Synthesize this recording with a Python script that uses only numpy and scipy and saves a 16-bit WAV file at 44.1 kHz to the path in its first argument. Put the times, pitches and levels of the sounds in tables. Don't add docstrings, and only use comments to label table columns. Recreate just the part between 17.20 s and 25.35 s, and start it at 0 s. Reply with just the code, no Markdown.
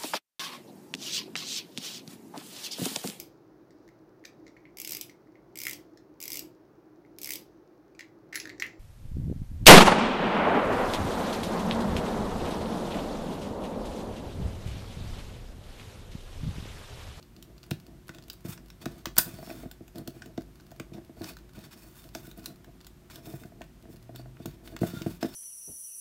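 import sys
import numpy as np
from scipy import signal
from scipy.fft import rfft, irfft, next_fast_len
from scipy.io import wavfile

SR = 44100
rng = np.random.default_rng(int(sys.argv[2]) if len(sys.argv) > 2 else 0)


def generate_wav(signal):
    frames = np.transpose(np.atleast_2d(signal))
    scaled = np.clip(frames, -1, 1) * 32767
    pcm = np.round(scaled).astype(np.int16)
    wavfile.write(sys.argv[1], SR, pcm)


N = 359394

# pitch_hz, width_hz, level_db (level for clicks only)
PLASTIC_RESONANCES = [(1465, 140, 7.5), (2500, 430, 1.5), (3584, 1700, 9.5), (4510, 270, -8.5),
                      (5360, 400, -8)]


def from_db(db):
    return 10 ** (np.asarray(db) / 20)


def rms_one(x):
    return x / np.sqrt(np.mean(x ** 2) + 1e-20)


def band(x, low_hz, high_hz):
    sos = signal.butter(3, [low_hz, high_hz], "band", fs=SR, output="sos")
    return signal.sosfilt(sos, x + 1e-18)


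def coloured(x, spectrum):
    size = next_fast_len(N)
    hz, db = np.transpose(spectrum)
    log_hz = np.log(np.arange(size // 2 + 1) * SR / size + 1)
    gain = from_db(np.interp(log_hz, np.log(hz), db))
    return rms_one(irfft(rfft(x, size) * gain, size)[:N])


def resonance(x, hz, width_hz):
    r = np.exp(-np.pi * width_hz / SR)
    zeros = np.array([1, 0, -1]) * (1 - r * r) / 2
    poles = [1, -2 * r * np.cos(2 * np.pi * hz / SR), r * r]
    return signal.lfilter(zeros, poles, x + 1e-18)


def ring(force, hz, t60_s):
    r, w = from_db(-60 / (t60_s * SR)), 2 * np.pi * hz / SR
    return signal.lfilter([0, np.sin(w)], [1, -2 * r * np.cos(w), r * r], force + 1e-18)


def drift(rate_hz):
    r = np.exp(-2 * np.pi * rate_hz / SR)
    noise = rng.standard_normal(N + SR)
    return rms_one(signal.lfilter([1], [1, -2 * r, r * r], noise)[SR:])


def grains(per_s, spread_db):
    sizes = from_db(spread_db * np.minimum(rng.exponential(1, N), 4)) * rng.choice([-1, 1], N)
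    return rms_one(sizes * (rng.random(N) < per_s / SR))


def clicks():
    # start_s, level_db, brightness_db (treble up, low mids down), ring_hz
    click_table = [(0.2252, -45, 5, 6860), (0.437, -47, -3, 5000), (0.5082, -33.5, 3, 3800),
                   (0.5113, -32.5, -6, 3770), (0.8716, -58, 3, 3240), (0.892, -38.5, -8.5, 1970),
                   (0.947, -45, -4, 2840), (0.984, -46, -6.5, 3310), (1.0815, -47, 1, 3540),
                   (1.0994, -35, 1, 4730), (1.131, -47, 6, 4530), (1.376, -47.5, -10, 5200),
                   (1.5015, -45.5, -2.5, 5200), (1.6565, -30, -5.5, 2230), (1.856, -25, -5.5, 1550),
                   (1.8683, -39.5, -10, 4740), (1.9592, -48.5, 8.5, 6730), (1.9661, -30, -3.5, 1550),
                   (1.9785, -21.5, -2, 4800), (1.9822, -14.5, 12.5, 4420), (1.986, -14.5, 1.5, 4930),
                   (1.994, -35, -13, 1484), (2.301, -43.5, -11, 3000), (2.5129, -38.5, 1.5, 7230),
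                   (2.679, -47.5, -1, 6700), (2.757, -46, -0.5, 4970), (2.782, -42, 3.5, 4440),
                   (2.8748, -34.5, 2.5, 4300), (3.02, -43, -10.5, 5300), (3.059, -47, -0.5, 6500),
                   (3.1763, -42.5, -4.5, 4100), (3.2082, -51, -2, 4540), (3.399, -53.5, -8.5, 4060),
                   (3.515, -47.5, -0.5, 6860), (3.5977, -33.5, -6.5, 1540), (4.0172, -43, -2.5, 4200),
                   (4.042, -37, -4, 4900), (4.168, -43.5, -4, 1360), (4.2926, -55.5, -5, 4000),
                   (4.3896, -49, 1, 4100), (4.8404, -49.5, -2, 3770), (4.9495, -31, -3.5, 5000),
                   (5.069, -46, 2.5, 7300), (5.113, -45, 0, 4050), (5.175, -55, 12, 7320),
                   (5.2582, -29.5, 2.5, 3800), (5.444, -48, -6, 3700), (5.6046, -54.5, -8.5, 3500),
                   (5.667, -41.5, 0.5, 6720), (5.899, -47.5, -9, 2270), (5.957, -41, 3.5, 3730),
                   (6.056, -45.5, -0.5, 6850), (6.235, -47, -5, 1580), (6.4166, -40.5, -8.5, 1480),
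                   (6.959, -40, 2, 7140), (7.168, -58.5, -18, 1480), (7.2572, -34, 2, 6400),
                   (7.475, -43, -3, 3880), (7.564, -35.5, -5.5, 1460), (7.8188, -37.5, -3, 4750),
                   (8.028, -31.5, -4, 5000)]
    low_db, high_db = 2.5, 2
    rise_s, snap_s, rattle_s, rattle_db = 0.0008, 0.0017, 0.007, -15.5
    damping_s = 0.065
    ring_cycles, ring_db = 9.1, 10.5

    t = np.arange(SR // 16) / SR
    snap = np.exp(-t / snap_s) + from_db(rattle_db) * np.exp(-t / rattle_s)
    shape = (1 - np.exp(-t / rise_s)) * snap
    cracks = rng.standard_normal((len(click_table), len(t))) * shape
    energy = np.sum(cracks ** 2, axis=1, keepdims=True)
    cracks *= np.sqrt(np.sum(shape ** 2) / energy)
    damping = np.exp(-np.outer([0, 1, 2], t) / damping_s)

    parts = np.zeros((4, N + len(t)))
    for crack, (start_s, level_db, bright_db, ring_hz) in zip(cracks, click_table):
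        at = round(start_s * SR)
        parts_db = level_db + np.array([[low_db - bright_db], [0], [high_db + bright_db]])
        damped = crack * damping
        parts[:3, at:at + len(t)] += from_db(parts_db) * damped
        ringing = resonance(damped[1], ring_hz, ring_hz / ring_cycles)
        parts[3, at:at + len(t)] += from_db(level_db + ring_db) * ringing

    ticks = from_db(-73) * grains(9, spread_db=3)
    smear = rng.standard_normal(len(t)) * shape
    smear /= np.sqrt(np.sum(smear ** 2))
    low, middle, high = parts[:3, :N] + signal.fftconvolve(ticks, smear)[:N]

    latest = np.searchsorted(np.array(click_table)[1:, 0], np.arange(N) / SR)
    favour = from_db(rng.normal(0, 2, (len(click_table), len(PLASTIC_RESONANCES))))
    body = np.zeros(N)
    for k, (hz, width_hz, db) in enumerate(PLASTIC_RESONANCES):
        drive = favour[latest, k] * (low if hz < 3000 else middle)
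        body += from_db(db) * resonance(drive, hz, width_hz) * (-1) ** k

    broad = from_db(2.5) * band(low, 502, 2300) + band(middle, 3280, 8600)
    bright_top = from_db(4.5) * band(high, 8000, 22000)
    return body + broad + bright_top + parts[3, :N]


def strokes():
    # start_s, length_s, rub_db, bright_db (relative to rub), push_db (before patter gain)
    stroke_table = [(0.933, 0.056, -60, -15, -55), (1.24, 0.14, -52, -5, -57), (1.28, 0.041, -53, 6, -64),
                    (1.598, 0.25, -59.5, -13, -54.5), (1.94, 0.67, -57, -7, -48),
                    (2.741, 0.1, -62, -10, -47.5), (2.928, 0.22, -64, -11, -58),
                    (3.729, 0.073, -58, -24, -39.5), (3.957, 0.099, -63.5, -8, -45),
                    (4.023, 0.13, -52.5, -10, -46), (4.336, 0.17, -59.5, -13, -51.5),
                    (4.506, 0.052, -52.5, -12, -60.5), (4.547, 0.24, -60, -3, -61),
                    (4.742, 0.17, -63, -1, -73), (4.925, 0.23, -61, -3, -56), (5.154, 0.2, -59, -8, -49),
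                    (5.896, 0.13, -55, -10, -53), (6.004, 0.31, -59, -2.5, -57.5),
                    (6.686, 0.078, -67.5, 4, -55.5), (6.945, 0.084, -57.5, -13.5, -59),
                    (7.182, 0.2, -62, -15, -71), (7.428, 0.16, -63, -5, -53.5),
                    (7.603, 0.11, -51.5, -5.5, -49), (7.69, 0.21, -53, -11.5, -53.5),
                    (7.855, 0.14, -55, -7.5, -47.5), (8.004, 0.079, -50, -10, -63),
                    (8.075, 0.12, -61.5, -4, -52)]
    grip, let_go = 0.12, 0.41
    gains, t = np.zeros((3, N)), np.arange(N) / SR
    for start_s, length_s, rub_db, bright_db, push_db in stroke_table:
        way = (t - start_s) / length_s
        hold = np.clip(way / grip, 0, 1) * np.clip((1 - way) / let_go, 0, 1)
        shape = np.sin(np.pi / 2 * hold) ** 2
        gains += from_db([[rub_db], [rub_db + bright_db], [push_db]]) * shape
    return gains


def tabletop(push):
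    # start_s, force_db, hardness_db (upper modes up, deep modes down)
    knock_table = [(0.5127, -32, -4.5), (0.893, -48.5, -2), (1.249, -38.5, -2), (1.288, -45, -11),
                   (1.66, -32.5, 3), (1.866, -42, -1), (1.979, -37, -5), (2.136, -48.5, -8),
                   (2.187, -51, 22), (2.227, -47, 19), (2.273, -46, 15), (2.295, -45, 19), (2.31, -46, 23),
                   (2.433, -42, 14), (2.456, -37.5, -1), (2.607, -44.5, -1), (2.878, -38, 6.5),
                   (3.058, -46.5, 7), (3.178, -31, 9), (3.518, -53, 21), (3.6, -39, 5), (3.718, -45.5, 2),
                   (3.782, -49.5, 16), (3.894, -48, 7.5), (4.952, -41, 17), (5.076, -47.5, 3),
                   (6.138, -38, -1), (6.249, -45, 1), (6.32, -56.5, 20.5), (6.409, -44.5, 19),
                   (6.654, -53, 17), (6.892, -44.5, 13), (6.945, -50.5, 15.5), (6.994, -49.5, 16.5),
                   (7.057, -52.5, 19.5), (7.2, -42.5, 2), (7.255, -37, 2), (7.275, -45.5, -7.5),
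                   (7.615, -29.5, -2.5), (7.632, -21.5, 7.5), (7.734, -41, -4), (7.767, -41, -4),
                   (7.812, -41, -4), (7.862, -26.5, 1.5), (7.893, -48, 6), (8.027, -27, 14.5),
                   (8.045, -28, 10)]
    # pitch_hz, level_db, t60_s
    deep_modes = [(100, 3.5, 0.054), (141.7, -2.5, 0.16), (174.2, -3.5, 0.21)]
    # pitch_hz, level_db, t60_s
    middle_modes = [(214.5, -5, 0.11), (261.4, 1.5, 0.081), (320.6, 6, 0.058), (441, -12.5, 0.07)]
    # pitch_hz, level_db, t60_s
    upper_modes = [(570, -10.5, 0.0685), (641.6, -1, 0.062), (676, -2.5, 0.057)]
    deep_db, upper_db, upper_follows = 2.5, -10, 0.75
    tap_db, tap_s = -7, 0.0044

    start_s, force_db, hard_db = np.transpose(knock_table)
    at = np.round(start_s * SR).astype(int)
    pressure = (push + from_db(-61.5)) * from_db(-31 + 4.9 * drift(12.7))
    patter = pressure * grains(400, spread_db=3)

    # modes, knock dB, upper band edge Hz, patter dB
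    groups = [(deep_modes, deep_db - hard_db, 400, 0.1),
              (middle_modes, 0, 520, -0.1),
              (upper_modes, upper_db + upper_follows * hard_db, 950, -5)]
    out = np.zeros(N)
    for modes, part_db, contact_hz, patter_db in groups:
        spread_db = rng.normal(0, 2.5, (len(at), len(modes)))
        rings = np.zeros(N)
        for k, (hz, level_db, t60_s) in enumerate(modes):
            force = from_db(patter_db) * patter
            force[at] += from_db(force_db + part_db + spread_db[:, k])
            rings += from_db(level_db) * ring(force, hz, t60_s)
        out += band(rings, 0.98 * modes[0][0], contact_hz)

    taps = np.abs(patter)
    taps[at] += from_db(force_db + upper_follows * hard_db)
    envelope = signal.lfilter([1], [1, -np.exp(-1 / (tap_s * SR))], taps)
    puffs = envelope * rng.standard_normal(N)
    return out + from_db(tap_db) * band(puffs, 700, 1945)


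def rubbing(rub, bright):
    # pitch_hz, level_db (per Hz)
    rub_spectrum = [(500, -20), (900, -3.5), (2000, -7.5), (4500, -9), (11000, -16.5)]
    ring_db, ring_cycles, ring_sway_db = 4, 32, 4.5
    slips = grains(2000, spread_db=4) * from_db(3 * drift(30))
    friction = slips + 1.7 * rng.standard_normal(N)
    flutter = from_db(3.4 * drift(18))
    grit = coloured(friction, rub_spectrum)
    streaks = np.zeros(N)
    for hz, *_ in PLASTIC_RESONANCES:
        sway = from_db(ring_db + ring_sway_db * drift(4.2))
        streaks += sway * resonance(grit, hz, hz / ring_cycles)
    airy = band(friction, 4700, 17300)
    airy += from_db(3 * drift(8)) * resonance(friction, 14400, 2500)
    return flutter * (rub * rms_one(grit + streaks) + bright * rms_one(airy))


def squeak():
    start_s, length_s, level_db, hz = 7.67, 0.17, -52.5, 1397
    t, white = np.arange(N) / SR, rng.standard_normal(N)
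    way = np.clip((t - start_s) / length_s, 0, 1)
    narrow = resonance(resonance(white, hz, hz / 30), hz, hz / 30)
    return from_db(level_db) * np.sin(np.pi * way ** 2) * rms_one(narrow)


def low_tone():
    start_s, peak_s, end_s, peak_db = 6.72, 7.03, 7.19, -46
    start_hz, rise_hz_per_s, swell_db_per_s = 113.6, 37, 47
    t = np.arange(N) / SR
    hz = start_hz + rise_hz_per_s * (t - start_s)
    fade = np.clip((t - start_s) / 0.05, 0, 1) * np.clip((end_s - t) / 0.016, 0, 1)
    level_db = peak_db - swell_db_per_s * np.abs(t - peak_s)
    sine = np.sin(2 * np.pi * np.cumsum(hz) / SR)
    return np.sqrt(2) * fade * from_db(level_db) * sine


def room(x):
    t60_s = 0.2
    t = np.arange(SR // 2) / SR
    tail = rng.standard_normal(len(t)) * from_db(-60 * t / t60_s) * (t > 0.003)
    return signal.fftconvolve(x, tail / np.sqrt(np.sum(tail ** 2)))[:N]


def room_tone():
    # pitch_hz, level_db (per Hz)
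    air_spectrum = [(15, -41), (25, -6.5), (59, 1.5), (141, 5.5), (284, -4), (352, -5), (437, -13),
                    (7830, -28.5), (14200, -28), (15800, -34.5)]
    air_db = -56
    rumble_hz, rumble_width_hz, rumble_db = 50, 9.5, -57.5
    hum_hz, hum_db = 363.5, -67
    air = from_db(air_db) * coloured(rng.standard_normal(N), air_spectrum)
    narrow = resonance(rng.standard_normal(N), rumble_hz, rumble_width_hz)
    narrow = resonance(narrow, rumble_hz, rumble_width_hz)
    rumble = from_db(rumble_db) * rms_one(narrow)
    hum = np.sqrt(2) * from_db(hum_db) * np.sin(2 * np.pi * hum_hz * np.arange(N) / SR)
    return air + rumble + hum


def scene():
    rub, bright, push = strokes()
    near = clicks() + tabletop(push) + rubbing(rub, bright) + squeak()
    tail = from_db(-9.5) * room(near)
    return (near + tail + low_tone() + room_tone())[None]


def record(dry):
    dip_hz, dip_width_hz, dip_depth = 10500, 900, 0.4
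    cutoff_hz = 16100
    dipped = dry - dip_depth * resonance(dry, dip_hz, dip_width_hz)
    low_pass = signal.cheby2(22, 60, cutoff_hz, fs=SR, output="sos")
    return signal.sosfilt(low_pass, np.clip(dipped, -1, 1))


dry = scene()
out = record(dry)
generate_wav(out)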